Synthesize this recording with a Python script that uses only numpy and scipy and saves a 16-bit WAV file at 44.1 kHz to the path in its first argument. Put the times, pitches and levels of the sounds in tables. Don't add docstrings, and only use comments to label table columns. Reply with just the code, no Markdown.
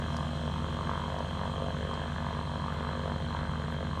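import sys
import numpy as np
from scipy import signal
from scipy.fft import rfft, irfft, next_fast_len
from scipy.io import wavfile
from scipy.ndimage import uniform_filter1d, map_coordinates

SR = 44100
rng = np.random.default_rng(int(sys.argv[2]) if len(sys.argv) > 2 else 0)


def digitize_waveform(pressure):
    field = np.atleast_2d(pressure).T
    bounded = np.clip(field, -1, 1)
    quanta = np.round(bounded * 32767).astype(np.int16)
    wavfile.write(sys.argv[1], SR, quanta)


N = 176400
T = np.arange(N) / SR


def amp(db):
    return 10 ** (np.asarray(db) / 20)


def unit(x):
    return x / np.sqrt(np.mean(x ** 2) + 1e-20)


def along(points, hz):
    f, v = np.transpose(points)
    return np.interp(np.log(hz + 1), np.log(f + 1), v)


def curves(rows):
    s, *cols = np.transpose(rows)
    return [np.interp(T, s, c) for c in cols]


def wobble(rate):
    return map_coordinates(rng.standard_normal(400), [T * rate + 2], mode="wrap")


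def filtered(x, response):
    m = next_fast_len(N + SR // 2)
    return irfft(rfft(x, m) * response(np.fft.rfftfreq(m, 1 / SR)), m)[:N]


def coloured(x, spectrum):
    return unit(filtered(x, lambda hz: amp(along(spectrum, hz))))


def patchy(x, depth_db):
    spectra = signal.stft(x, nperseg=1024)[2]
    field = uniform_filter1d(rng.standard_normal(spectra.shape), size=5, axis=0)
    field = uniform_filter1d(field, size=9, axis=1)
    return signal.istft(spectra * amp(depth_db * unit(field)), nperseg=1024)[1][:N]


def passes(phase):
    return np.interp(np.arange(np.ceil(phase[0]), phase[-1]), phase, T)


def pulses(times, sizes):
    return np.bincount(np.clip(np.round(times * SR).astype(int), 0, N - 1), sizes, N)


def tones(phase, table, waver_db, rate):
    return sum(np.sqrt(2) * amp(db + waver_db * wobble(rate))
               * np.cos(2 * np.pi * (round(k) * phase + rng.normal(0, .17))) for k, db in table)


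def blade_snaps(blade, spectrum):
    times = passes(blade)
    jitter, scatter = rng.standard_normal((len(times), 2)).T
    times, sizes = times + .00005 * jitter, -amp(1.1 * scatter)
    bounce_s = .001 * (1 + .42 * np.interp(times, T, wobble(5)))
    echo_s = .0094 + .00015 * np.interp(times, T, wobble(4.4))
    reflections = pulses(times + bounce_s, .4 * sizes) + pulses(times + echo_s, .25 * sizes)
    snaps = coloured(pulses(times, sizes) + reflections, spectrum)
    smear_s_per_khz = .0013
    return filtered(snaps, lambda hz: np.exp(1j * np.pi * smear_s_per_khz * (hz - 1000) ** 2 / 1000))


def blade_swish(blade, spectrum, decay_s=.0025):
    from_blade_s = (blade - np.round(blade)) / (np.gradient(blade) * SR)
    return coloured(rng.standard_normal(N) * np.exp(-abs(from_blade_s) / decay_s), spectrum)


def fading(sound, depth=.9):
    # (t/s, low level/dB, middle level/dB, high level/dB)
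    band_levels = [(0.0, 2.0, -1.2, -0.3), (0.1, -4.4, -0.3, -1.3), (0.15, 1.6, -0.7, -1.2),
                   (0.31, -5.7, -2.9, -3.5), (0.48, 1.1, -2.6, -3.1), (0.56, -5.5, -1.2, -1.3),
                   (0.64, -1.3, 1.1, -2.6), (0.69, -1.4, -3.4, 0.8), (0.81, 2.5, 1.5, -2.8),
                   (0.85, -1.8, -2.8, 2.1), (0.89, 0.6, 5.6, 6.5), (0.98, -1.8, 3.4, -0.1),
                   (1.14, 2.9, -0.8, 0.3), (1.19, 4.5, 2.9, -1.3), (1.27, -1.3, -4.4, -0.0),
                   (1.44, 3.6, 2.4, -0.1), (1.52, -1.6, 0.1, -2.4), (1.64, 5.1, 2.8, -2.1),
                   (1.77, -0.7, -4.7, 0.0), (1.93, 3.4, 0.8, -0.3), (2.06, -0.7, -2.1, 2.0),
                   (2.1, -7.6, -2.9, 0.7), (2.35, 3.0, -0.8, 1.3), (2.39, 0.1, 2.0, 0.1),
                   (2.43, -2.5, -2.9, -3.8), (2.85, 0.5, 4.2, 2.9), (3.02, -2.0, -3.5, -0.1),
                   (3.1, 5.6, 1.5, -0.6), (3.27, -6.6, -4.5, -1.7), (3.35, -3.5, 4.5, 1.8),
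                   (3.39, -2.8, -0.3, 4.1), (3.6, -1.7, 0.4, -2.4), (3.77, -2.1, -6.9, 0.2),
                   (3.81, 1.8, -1.7, -1.3), (3.89, -4.0, -5.0, -1.4), (4.0, -0.8, 6.0, -4.4)]
    low = filtered(sound, lambda hz: along([(650, 1), (900, 0)], hz))
    high = filtered(sound, lambda hz: along([(1250, 0), (1550, 1)], hz))
    bands = [low, sound - low - high, high]
    return sum(band * amp(depth * db) for band, db in zip(bands, curves(band_levels)))


def shore(x, t60_s=.45):
    tail = rng.standard_normal(SR) * amp(-60 * T[:SR] / t60_s)
    lead_in = x[:SR][::-1]
    return signal.fftconvolve(np.concatenate([lead_in, x]), tail / np.linalg.norm(tail))[SR:SR + N]


def propeller(turns, blades=3, gear_ratio=2.43):
    # (f/Hz, relative level/dB)
    blade_spectrum = [(200, -26), (290, -1), (335, 2), (430, 0.5), (530, 4.5), (680, 3), (790, -9.5),
                      (900, 2.5), (1080, 3.5), (1380, -7.5), (1650, -2.5), (1850, -12), (2100, -13.5),
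                      (2350, -24), (4000, -33), (8000, -60)]
    # (f/Hz, relative level/dB)
    wash_spectrum = [(20, -20), (200, -6), (400, -11), (600, -2), (800, -6), (1100, -0.5), (1400, -6.5),
                     (1650, -4), (1900, -14), (2100, -11), (2350, -26), (4000, -31), (8000, -70)]
    # (multiple of the blade rate, level/dB)
    hum_partials = [(1, -51.5), (2, -46), (3, -46), (4, -51), (5, -50), (6, -56), (7, -53)]
    blade = (turns - np.interp(.001, T, turns)) * blades / gear_ratio
    snaps = amp(-41.5) * blade_snaps(blade, blade_spectrum)
    swish = amp(-50) * blade_swish(blade, blade_spectrum)
    wash = amp(-47.5) * coloured(rng.standard_normal(N), wash_spectrum)
    faded = fading(patchy(snaps + swish + wash, depth_db=1))
    scattered = amp(-9) * shore(faded)
    hum = -tones(blade - .03, hum_partials, waver_db=1.1, rate=3)
    return faded + scattered + hum


def ringing(turns, pattern_db, modes, repeat, decay_s=.012):
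    times = passes(2 * turns)
    firings = pulses(times, amp(np.resize(pattern_db, len(times))))
    knocks = signal.fftconvolve(firings, np.exp(-T[:SR // 10] / decay_s))[:N]
    cycle_noise = rng.standard_normal(int(2 * N / turns[-1]))
    periodic = cycle_noise[(turns / 2 % 1 * len(cycle_noise)).astype(int)]
    rattle = knocks * (np.sqrt(repeat) * periodic + np.sqrt(1 - repeat) * rng.standard_normal(N))
    return unit(filtered(rattle, lambda hz: sum(
        amp(db) / (1 + (2 * (hz - centre) / width) ** 2) for centre, width, db in modes)))


def metal_parts(turns):
    # (f/Hz, bandwidth/Hz, relative level/dB)
    case_modes = [(2575, 133, -7.5), (3141, 320, -0.5), (3300, 61, -7.5)]
    gear_modes = [(4065, 160, -5), (4270, 210, -21)]
    case_knocks = [-9.5, -7, -11.5, -8.5]
    gear_knocks = [1, -24, 1.5, -3.5, -2, -5.5, -1, -2.5]
    # (t/s, case level/dB, gear level/dB)
    ring_levels = [(0.0, 0.2, -1.0), (2.0, 1.9, -0.1), (2.16, -1.9, -0.8), (2.4, -0.8, 1.9),
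                   (2.92, -0.6, 0.3), (3.4, -0.7, 2.7), (3.48, -1.6, -0.4), (4.0, -2.4, -0.7)]
    # (multiple of the crankshaft speed, level/dB)
    whine_partials = [(82, -61), (88, -68), (104, -66)]
    case_db, gear_db = curves(ring_levels)
    case = amp(-53.5 + case_db) * ringing(turns, case_knocks, case_modes, repeat=.5)
    gears = amp(-60 + gear_db) * ringing(turns, gear_knocks, gear_modes, repeat=.55)
    whine = amp(case_db) * tones(turns + .0012 * wobble(25), whine_partials, waver_db=3, rate=14)
    return case + gears + whine


def exhaust(turns, first_puff_s=.0056):
    # (multiple of the cycle rate, level/dB)
    partials = [(4, -39.5), (5, -55), (6, -55.5), (7, -46.5), (8, -43), (9, -49), (10, -55), (11, -59),
                (12, -46), (13, -63), (16, -61), (24, -66)]
    # (t/s, relative level/dB)
    drone_level = [(0, 1.5), (.65, 1.5), (.95, -1), (4, 0.5)]
    cycle = (turns - np.interp(first_puff_s, T, turns)) / 2
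    return amp(curves(drone_level)[0]) * tones(cycle, partials, waver_db=.5, rate=4)


def wind():
    # (f/Hz, relative level/dB)
    spectrum = [(15, -17), (35, -13), (70, -4), (150, 2.5), (250, -5.5), (400, -13.5), (900, -9),
                (1600, -18), (2300, -24), (3600, -21), (4800, -62), (9000, -65)]
    air = coloured(patchy(rng.standard_normal(N), depth_db=1.2), spectrum)
    return air * amp(-45.5 + .6 * wobble(4.2))


def water_hiss(fall_db_per_s=.84):
    # (f/Hz, relative level/dB)
    spectrum = [(1500, -16), (3500, 11.5), (4800, -1.5), (5500, 0), (6600, 2), (7600, -1.5), (8200, 0.5),
                (9200, -5), (10300, -17), (11300, -14.5), (15000, -24)]
    hiss = coloured(patchy(rng.standard_normal(N), depth_db=1.5), spectrum)
    return hiss * amp(-58 - fall_db_per_s * (T - T.mean()))


def ticks_and_thuds():
    # (t/s, level/dB, centre f/Hz, rise time/s)
    ticks = [(.08, -64, 6500, .06), (.166, -44, 5800, .002), (1.187, -51, 5200, .002),
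             (1.938, -51, 5000, .003), (2.73, -69, 12500, .006), (3.705, -73, 13000, .014)]
    thuds = [(.81, -43, 170, .05), (.89, -45, 90, .018), (1.815, -41, 78, .014), (3.4, -45, 72, .018),
             (3.49, -41, 80, .012)]
    # (f/centre f, relative level/dB)
    shape = [(.5, -20), (.8, 14), (1.15, 3.5), (1.6, 0), (2.5, -36), (6, -90)]
    out = np.zeros(N)
    for start, db, hz, rise in [*ticks, *thuds]:
        noise = coloured(rng.standard_normal(N), [(hz * ratio, level) for ratio, level in shape])
        age = np.maximum(T - start, 0) / rise
        out += amp(db) * noise * age * np.exp(1 - age)
    return out


def scene():
    # (t/s, rotation f/Hz)
    crank_speed = [(0, 39.02), (.7, 38.98), (1, 38.88), (1.7, 38.97), (2.1, 38.94), (3.2, 38.92),
                   (3.7, 38.8), (4, 38.9)]
    turns = np.cumsum(curves(crank_speed)[0]) / SR
    seaplane = propeller(turns) + metal_parts(turns) + exhaust(turns)
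    return (seaplane + wind() + water_hiss() + ticks_and_thuds())[None]


def record(dry, cutoff_hz=15300):
    return np.array([filtered(x, lambda hz: hz < cutoff_hz) for x in dry])


dry = scene()
out = record(dry)
digitize_waveform(out)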